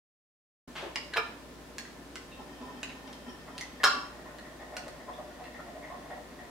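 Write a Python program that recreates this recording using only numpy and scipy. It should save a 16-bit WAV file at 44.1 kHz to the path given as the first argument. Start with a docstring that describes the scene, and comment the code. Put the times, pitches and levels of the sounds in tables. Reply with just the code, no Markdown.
"""A short slide across a stone kitchen counter, then a jar is knocked and metal canning rings click in the
fingers. A screw ring rubs on its thread in short twists, and a lid clanks down and chatters. Then metal,
like a spoon or ring, scrapes round a glass jar in short, busy strokes. Each hit is a crack plus ringing
modes; each rub is gritty slip noise, coloured by the object. An appliance hums in the small, hard room."""
import sys
import numpy as np
from scipy import signal
from scipy.fft import rfft, irfft
from scipy.io import wavfile
from scipy.ndimage import uniform_filter1d

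SR = 44100
rng = np.random.default_rng(int(sys.argv[2]) if len(sys.argv) > 2 else 0)


def wrap_up_sound(samples):
    """Save the sound to the file named by the first command line argument, as 16-bit audio."""
    columns = np.atleast_2d(samples).T
    # keep every value between -1 and 1, then stretch to whole-number steps
    tamed = np.clip(columns, -1, 1)
    steps = np.round(tamed * 32767).astype(np.int16)
    wavfile.write(sys.argv[1], SR, steps)


N = 286650
TIME, HZ = np.arange(N) / SR, np.fft.rfftfreq(N, 1 / SR)
BUSY_S = (4.03, 6.5)  # start and end of the busy scraping

# Resonances of the scraped glass. Each row: centre in Hz, width in Hz, relative level in dB.
GLASS_RESONANCES = [(490, 10, -5.5), (597.4, 23, 1.5), (708, 20, 1.5), (821, 180, -7.5), (998, 200, -3.5),
                    (1427, 72, -17)]


def amp(db):
    """Decibels to gain."""
    return 10 ** (np.asarray(db) / 20)


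def unit_rms(x):
    """Scales to rms 1."""
    return x / np.sqrt(np.mean(x ** 2) + 1e-20)


def unit_energy(x):
    """Scales to energy 1."""
    return x / (np.linalg.norm(x) + 1e-12)


def curve_at(points, hz):
    """Reads a curve on a log-frequency axis."""
    point_hz, value = np.transpose(points)
    return np.interp(np.log(hz + 1), np.log(point_hz), value)


def add(mix, start_s, sound):
    """Mixes a sound in at a time."""
    part = mix[round(start_s * SR):][:len(sound)]
    part += sound[:len(part)]


def coloured(x, colour):
    """Shapes noise with an EQ curve, at rms 1."""
    return unit_rms(irfft(rfft(x) * amp(curve_at(colour, HZ)), N))


def resonant(x, peaks):
    """Passes noise through steep resonances, at rms 1."""
    power = sum(amp(2 * db) / width / (1 + ((HZ - hz) / width) ** 2) ** 2 for hz, width, db in peaks)
    return unit_rms(irfft(rfft(x) * np.sqrt(power), N))


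def during(start_s, end_s):
    """Gain 1 between two times, with soft edges."""
    return np.clip(np.minimum(TIME - start_s, end_s - TIME) / .05 + .5, 0, 1)


def diffuse(pair):
    """Turns two unrelated signals into room sound at two close points: most alike in the bass."""
    # Left-right likeness. Each row: frequency in Hz, correlation.
    likeness = [(50, 0.47), (300, .88), (600, 0.57), (1200, 0.29), (2500, 0.052), (12000, 0.062)]
    size = pair.shape[1]
    a, b = rfft(pair)
    same = curve_at(likeness, np.fft.rfftfreq(size, 1 / SR))
    mid, side = a * np.sqrt((1 + same) / 2), b * np.sqrt((1 - same) / 2)
    return irfft(np.array([mid + side, mid - side]), size)


def background():
    """Soft room air under the steady hum and whir of an appliance."""
    # Room tone. Each row: frequency in Hz, relative spectral level in dB.
    air_colour = [(20, -38), (38, -7.5), (60, -11), (90, -11), (150, -8), (260, -1.5), (400, -6.5),
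                  (600, -8), (1000, -12.5), (1400, -14), (2000, -17.5), (4500, -22), (9000, -28),
                  (15500, -35)]
    # Appliance tones. Each row: pitch in Hz, level in dB.
    hum_tones = [(59, -60), (156, -64.5)]
    # Appliance noise bands. Each row: centre in Hz, width in Hz, level in dB.
    whir_bands = [(244, 5.8, -64), (285.4, 5.6, -64), (363.4, 8.9, -63.5), (476, 6.7, -69),
                  (594, 10, -63.5), (1043, 18, -67), (1772, 17, -68)]
    air = np.array([coloured(side, air_colour) for side in diffuse(rng.standard_normal((2, N)))])
    hum = sum(amp(db) * unit_rms(np.sin(2 * np.pi * (hz * TIME + rng.random()))) for hz, db in hum_tones)
    whir = sum(amp(db) * resonant(rng.standard_normal(N), [(hz, width, 0)])
               for hz, width, db in whir_bands)
    return amp(-50) * air + (hum + whir) * amp([[1], [-1]])


def kitchen(x, wet_db):
    """Direct sound, reflections from counter and cupboards, then a diffuse tail."""
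    # Reverb decay. Each row: frequency in Hz, t60 in seconds.
    decay_times = [(200, 0.22), (700, 0.55), (1500, 0.45), (3000, 0.49), (5500, 0.47), (9000, 0.48),
                   (15000, 0.2)]
    # Early reflections. Each row: delay in seconds, gain.
    reflections = [(.0047, 0.48), (.0072, 0.083), (0.0137, 0.37), (0.0162, .18), (.0245, 0.26)]
    hz, t, spectra = signal.stft(diffuse(rng.standard_normal((2, SR * 3 // 4))), SR, nperseg=256)
    decay = np.exp(-np.log(1000) * t / curve_at(decay_times, hz)[:, None])
    tilt = amp(curve_at([(300, 3.5), (5000, 1.5), (14000, -5)], hz))[:, None]
    tail = signal.istft(spectra * decay * tilt, SR, nperseg=256)[1]
    tail *= np.clip((np.arange(tail.shape[1]) / SR - .002) / .0057, 0, 1)  # fades in
    response = amp(wet_db) * np.array([unit_energy(side) for side in tail])
    response[[0, 1], [1, 0]] += 1  # the direct sound reaches the right side one sample sooner
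    for delay, gain in reflections:
        skew = rng.integers(-4, 5)
        response[[0, 1], [round(delay * SR) + skew, round(delay * SR) - skew]] += gain
    return signal.fftconvolve(x[None], response, axes=1)[:, :N]


def grit(per_s, spread_db, hiss):
    """Friction: many tiny slips of uneven size over a smooth hiss."""
    slips = (rng.random(N) < per_s / SR) * rng.standard_normal(N)
    slips *= amp(spread_db * np.minimum(rng.exponential(1, N), 4))
    return unit_rms(unit_rms(slips) + hiss * rng.standard_normal(N))


def steadied(x):
    """Firm pressure keeps the strength of a rub even from moment to moment."""
    return x / np.sqrt(uniform_filter1d(x ** 2, size=1300) + .05)


def pressure(t, length, rise_share):
    """A contact presses hardest at t = 0: a quick swell and a slower release."""
    return np.exp(-(t / (length * np.where(t < 0, rise_share, 1 - rise_share))) ** 2)


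def shove(peak_s, db, fade_db_per_s, rise_s=.012):
    """Gain of a push that builds up quickly and dies away."""
    age = TIME - peak_s
    return np.clip(1 + age / rise_s, 0, 1) * amp(db - fade_db_per_s * np.maximum(age, 0))


def blow(db, bright_hz, modes, crack_db, crack_s, low_hz, split, fizz_db, order=4):
    """One contact: a brief crack plus ringing modes; db is the energy as if spread over 10 ms."""
    t = np.arange(SR // 3) / SR
    burst = rng.standard_normal(len(t)) * np.exp(-t / crack_s)
    burst = signal.lfilter(*signal.butter(2, low_hz, "high", fs=SR), burst)
    # the contact time rounds the crack off; the rough edge leaves a little fizz above it
    fizz = np.diff(rng.standard_normal(len(t) + 1)) * np.exp(-t / crack_s / 2)
    fizz = signal.lfilter(*signal.butter(1, bright_hz, fs=SR), fizz)
    crack = signal.lfilter(*signal.butter(order, bright_hz, fs=SR), burst) + amp(fizz_db) * fizz
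    ring = np.zeros(len(t))
    for hz, mode_db, t60 in modes:
        # imperfect rims split each mode into close partials, different at every touch
        partials = hz * (1 + split * rng.uniform(-1, 1, (6, 1)))
        cluster = np.sin(2 * np.pi * (partials * t + rng.random(partials.shape))).sum(0)
        envelope = (1 - np.exp(-2 * hz * t)) * np.exp(-np.log(1000) * t / t60)
        ring += amp(mode_db) / np.hypot(1, hz / bright_hz) * unit_energy(cluster * envelope)
    return amp(db) * np.sqrt(SR * .01) * unit_energy(amp(crack_db) * unit_energy(crack) + ring)


def counter_slide():
    """A short, gritty shove across the counter and the soft bump that ends it."""
    # EQ of the slide and of the bump. Each row: frequency in Hz, relative spectral level in dB.
    slide_colour = [(300, -25), (650, 0.5), (1100, -0.5), (2000, -1), (3300, -2.5), (5000, -13),
                    (8000, -21), (15000, -34)]
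    bump_colour = [(150, -27), (260, -13), (350, 7), (440, -8), (580, 1), (850, -7.5), (1300, -16),
                   (4000, -45)]
    rub = coloured(grit(per_s=3100, spread_db=3, hiss=.54), slide_colour)
    rub *= shove(peak_s=.762, db=-34.5, fade_db_per_s=165)
    bump = coloured(rng.standard_normal(N), bump_colour)
    bump *= shove(peak_s=.834, db=-34, fade_db_per_s=320)
    return amp(-3.5) * (rub + bump)


def jar_knocks():
    """A quick cluster of dull knocks rings the jar on the counter."""
    # Knocks. Each row: start in seconds, level in dB, contact brightness in Hz.
    knocks = [(1.1604, -34.5, 1280), (1.1640, -33, 3500), (1.1698, -25.5, 2960), (1.1736, -26.5, 4000),
              (1.1850, -43.5, 1500)]
    # Modes of the jar. Each row: pitch in Hz, relative level in dB, t60 in seconds.
    modes = [(420, -4, 0.12), (507.6, -3.5, 0.031), (663, -4, 0.041), (964, 3.5, 0.12), (1180, 1.5, 0.17),
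             (1365, 4, 0.12), (1740, 2.5, 0.12), (2440, 2.5, 0.15), (3130, -5, 0.093), (3917, -3, .06),
             (5160, -4, 0.1)]
    out = np.zeros(N)
    for start, db, bright_hz in knocks:
        knock = blow(db, bright_hz, modes, crack_db=4.5, crack_s=.0035, low_hz=346,
                     split=.0407, fizz_db=-17)
        add(out, start, knock)
    return out


def ring_clicks():
    """Thin metal ticks that rebound once; the fingers damp all but two modes, which change with grip."""
    # Clicks of rings and lids. Each row: start in seconds, level in dB, contact brightness in Hz,
    # main and second mode in Hz, relative mode level in dB, t60 in seconds.
    clicks = [(0.9582, -32, 2900, 5150, 2900, 0, .03), (1.1370, -36, 2500, 1600, 4100, 2, .04),
              (1.7830, -39, 7000, 1700, 4370, -3, .016), (1.8490, -51, 3000, 1600, 1930, 6, .039),
              (2.1565, -41.5, 6000, 1410, 2110, -4, .03), (2.3161, -50.5, 2500, 2700, 3650, 17, .17),
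              (2.8309, -36.5, 4300, 2580, 3000, 1, .018), (2.9020, -52, 3300, 2210, 4100, -3, .05),
              (3.0764, -53.5, 4000, 2200, 5400, -4, .05), (3.1288, -51, 5000, 5400, 3080, -5, .049),
              (3.2934, -53.5, 4000, 5400, 3080, 12, .07), (3.5802, -41.5, 6000, 2620, 5100, -5, .019),
              (3.6102, -39, 7000, 2000, 6160, 2, .035), (4.3849, -50.5, 4200, 1815, 4100, 2, .049),
              (4.7675, -38.5, 5600, 1450, 4200, -4, .04), (4.8813, -50.5, 6500, 4140, 6700, -14, .034),
              (5.1327, -54.5, 2500, 3590, 3450, 10, .15), (5.4400, -52, 3000, 2640, 4200, 3, .1)]
    out = np.zeros(N)
    for start, db, bright_hz, main_hz, second_hz, mode_db, t60 in clicks:
        modes = [(main_hz, mode_db, t60), (second_hz, mode_db - 3, t60)]
        for delay_s, drop_db in [(0, 0), (.0048, -6)]:  # touch, then rebound
            tick = blow(db + drop_db, bright_hz, modes, crack_db=-1, crack_s=.0023, low_hz=990,
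                        split=.0574, fizz_db=-27, order=2)
            add(out, start + delay_s, tick)
    return out


def twists_and_thump():
    """As the ring twists, its thread rubs, the jar drones and the ring rasps; a soft thump follows."""
    # Twists of the ring, plus a soft low thump at 3.96 s, after the lid's clank.
    # Each row: peak time and length in seconds, effort in dB, rub relative to effort in dB.
    swells = [(2.402, .05, -44, -4), (2.495, .06, -47, -8), (2.625, .05, -42, -3.5), (2.69, .06, -44, -4),
              (2.77, .06, -46, -10), (2.885, .06, -47, -8), (2.96, .05, -48, -8), (3.075, .1, -45, -7.5),
              (3.285, .05, -41.5, -6), (3.57, .15, -51, -1), (3.96, .05, -42, -1)]
    # Resonances of thread and ring. Each row: centre in Hz, width in Hz, relative level in dB.
    thread_resonances = [(404, 21, -4), (583, 100, -5), (830, 180, 3), (1005, 23, 4), (1320, 77, -6.5)]
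    ring_resonances = [(1822, 23, 3.5), (2230, 250, -9), (2580, 100, -4), (3142, 53, 0), (3600, 260, -5.5),
                       (5200, 390, -4)]
    effort, friction = np.zeros((2, N))
    for peak_s, length, db, rub_db in swells:
        press = amp(db) * pressure(TIME - peak_s, length, rise_share=.42)
        effort += press
        friction += amp(rub_db) * press
    slips = grit(per_s=900, spread_db=2.5, hiss=.52)
    drone = amp(-4) * effort * steadied(resonant(slips, [(268, 15, 0)]))
    rub = amp(-2) * friction * steadied(resonant(slips, thread_resonances))
    grip = amp(-65) * during(2.33, 4.0)  # the held ring rasps faintly between twists
    rasp = np.hypot(amp(-17) * effort, grip) * resonant(slips, ring_resonances)
    return drone + rub + rasp


def wall_note(t, hz, width_share):
    """Friction keeps one resonance sounding, unsteady in phase and strength."""
    noise = rng.standard_normal((2, len(t)))
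    a, b = unit_rms(signal.lfilter(*signal.butter(2, hz * width_share, fs=SR), noise))
    wobble = (a + 1j * b) / np.sqrt(a ** 2 + b ** 2 + .5)
    return unit_rms((wobble * np.exp(2j * np.pi * hz * t)).real)


def light_strokes(per_s, length_s, body_db, edge_db, spread_db):
    """Stroke rows that fill the busy stretch at a loose pace, each on one of the jar's resonances."""
    jitter, body, edge, place = rng.uniform(-1, 1, (4, 40))
    times = BUSY_S[0] + (np.arange(len(jitter)) + jitter / 2) / per_s
    wall_hz = np.array(GLASS_RESONANCES)[(abs(place) * len(GLASS_RESONANCES)).astype(int), 0]
    rows = zip(times, body_db + spread_db * body, edge_db + spread_db * edge, wall_hz)
    return [(peak_s, length_s, *tone) for peak_s, *tone in rows if peak_s < BUSY_S[1]]


def scrapes_and_lid_touch():
    """Scrapes excite the jar's body, its wall and the metal edge; the lid's soft touch sounds alike."""
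    # Scraping strokes, plus the lid's soft first touch at 3.808 s, just before it clanks. Each row:
    # peak time and length in seconds, body and edge levels in dB before trim, wall resonance in Hz.
    contacts = [(1.134, .03, -57, -43.5, 1650), (3.482, .022, -47, -50.5, 1303),
                (3.808, .022, -45, -42, 1750), (4.187, .03, -48.5, -54, 690), (4.266, .041, -49, -53, 1030),
                (4.346, .02, -49.5, -62, 600), (4.455, .055, -55, -53, 1837),
                (4.613, .037, -48, -48.5, 803), (4.748, .085, -45, -53, 705),
                (4.867, .025, -43.5, -51, 598), (5.003, .039, -53, -54, 1876),
                (5.090, .036, -41, -57, 1000), (5.193, .03, -38.5, -60, 721),
                (5.404, .022, -43.5, -54, 740), (5.455, .045, -56, -50, 1880),
                (5.551, .044, -52, -49.5, 2096), (5.597, .024, -44, -49, 1350),
                (5.678, .046, -51, -57, 690), (5.763, .03, -44.5, -60, 690),
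                (5.842, .059, -47.5, -50, 2060), (5.917, .06, -43.5, -55, 1044),
                (6.051, .028, -46, -57, 603), (6.116, .052, -42.5, -47, 745), (6.399, .03, -48, -53, 1880)]
    # Resonances of the metal edge. Each row: centre in Hz, width in Hz, relative level in dB.
    edge_resonances = [(1400, 64, -23), (1882, 91, 17), (2140, 30, 4.5), (2640, 220, 0), (3460, 140, 1),
                       (5100, 470, -6)]
    body_trim_db, edge_trim_db, wall_trim_db = -1.5, -4, -5
    slips = grit(per_s=1800, spread_db=1, hiss=.71)
    fill = light_strokes(per_s=11, length_s=.04, body_db=-56, edge_db=-59, spread_db=2)
    busy = during(*BUSY_S)  # here the metal never quite leaves the glass
    body_power, edge_power = amp(-65) ** 2 * busy, amp(-69) ** 2 * busy
    wall = np.zeros(N)
    t = np.arange(-SR // 6, SR // 6) / SR
    for peak_s, length, body_db, edge_db, wall_hz in contacts + fill:
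        start = peak_s + t[0]
        press = pressure(t, length, rise_share=.38)
        add(body_power, start, (amp(body_db + body_trim_db) * press) ** 2)
        add(edge_power, start, (amp(edge_db + edge_trim_db) * press) ** 2)
        add(wall, start, amp(body_db + wall_trim_db) * press * wall_note(t, wall_hz, width_share=.044))
    body = np.sqrt(body_power) * steadied(resonant(slips, GLASS_RESONANCES))
    edge = np.sqrt(edge_power) * steadied(resonant(slips, edge_resonances))
    return body + edge + wall


def lid_clank():
    """The metal lid lands on its rim, slaps flat on the stone and chatters."""
    # Bounces. Each row: start in seconds, level in dB, contact brightness in Hz.
    bounces = [(3.8339, -24, 4600), (3.8392, -15.7, 5400), (3.8445, -21, 5500), (3.854, -30, 7500),
               (3.8706, -29, 7500)]
    # Modes of the lid. Each row: pitch in Hz, relative level in dB, t60 in seconds.
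    modes = [(566, -13, 0.034), (763, -9, .06), (1066, -1, 0.096), (1158, 3.5, 0.11), (1228, -1.5, .08),
             (1390, 3.5, 0.068), (1480, 2, .045), (1545, -0.5, 0.036), (1663, -4, 0.045), (2190, -8, 0.025),
             (2714, -4.5, 0.2), (3195, -9, 0.05), (3840, -13, .08), (4120, -4, 0.06), (4580, -11, .06),
             (5180, -13, 0.23), (5330, 1, 0.11), (10650, -18, 0.04)]
    out = np.zeros(N)
    for start, db, bright_hz in bounces:
        clank = blow(db, bright_hz, modes, crack_db=2.5, crack_s=.003, low_hz=750,
                     split=.0233, fizz_db=-14)
        add(out, start, clank)
    return out


def scene():
    """The handling sounds in the kitchen, over the room tone."""
    lid = kitchen(lid_clank(), wet_db=-3.5)
    jar = kitchen(jar_knocks(), wet_db=-7.5) * amp([[-.7], [.7]])
    clicks = kitchen(ring_clicks(), wet_db=-4.5) * amp([[-.6], [.6]])
    rubs = counter_slide() + twists_and_thump() + scrapes_and_lid_touch()
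    rubs = kitchen(rubs, wet_db=-3.5) * amp([[0], [-1]])
    return lid + jar + clicks + rubs + background()


def record(dry):
    """The sound cuts in after a silent moment, with the highest treble steeply cut."""
    start_s, cutoff_hz = .675, 15850
    gate = np.clip((TIME - start_s) / .003, 0, 1)
    low_pass = signal.firwin(511, cutoff_hz, window=("kaiser", 9), fs=SR)
    return signal.oaconvolve(dry * gate, low_pass[None], "same")


dry = scene()
out = record(dry)
wrap_up_sound(out)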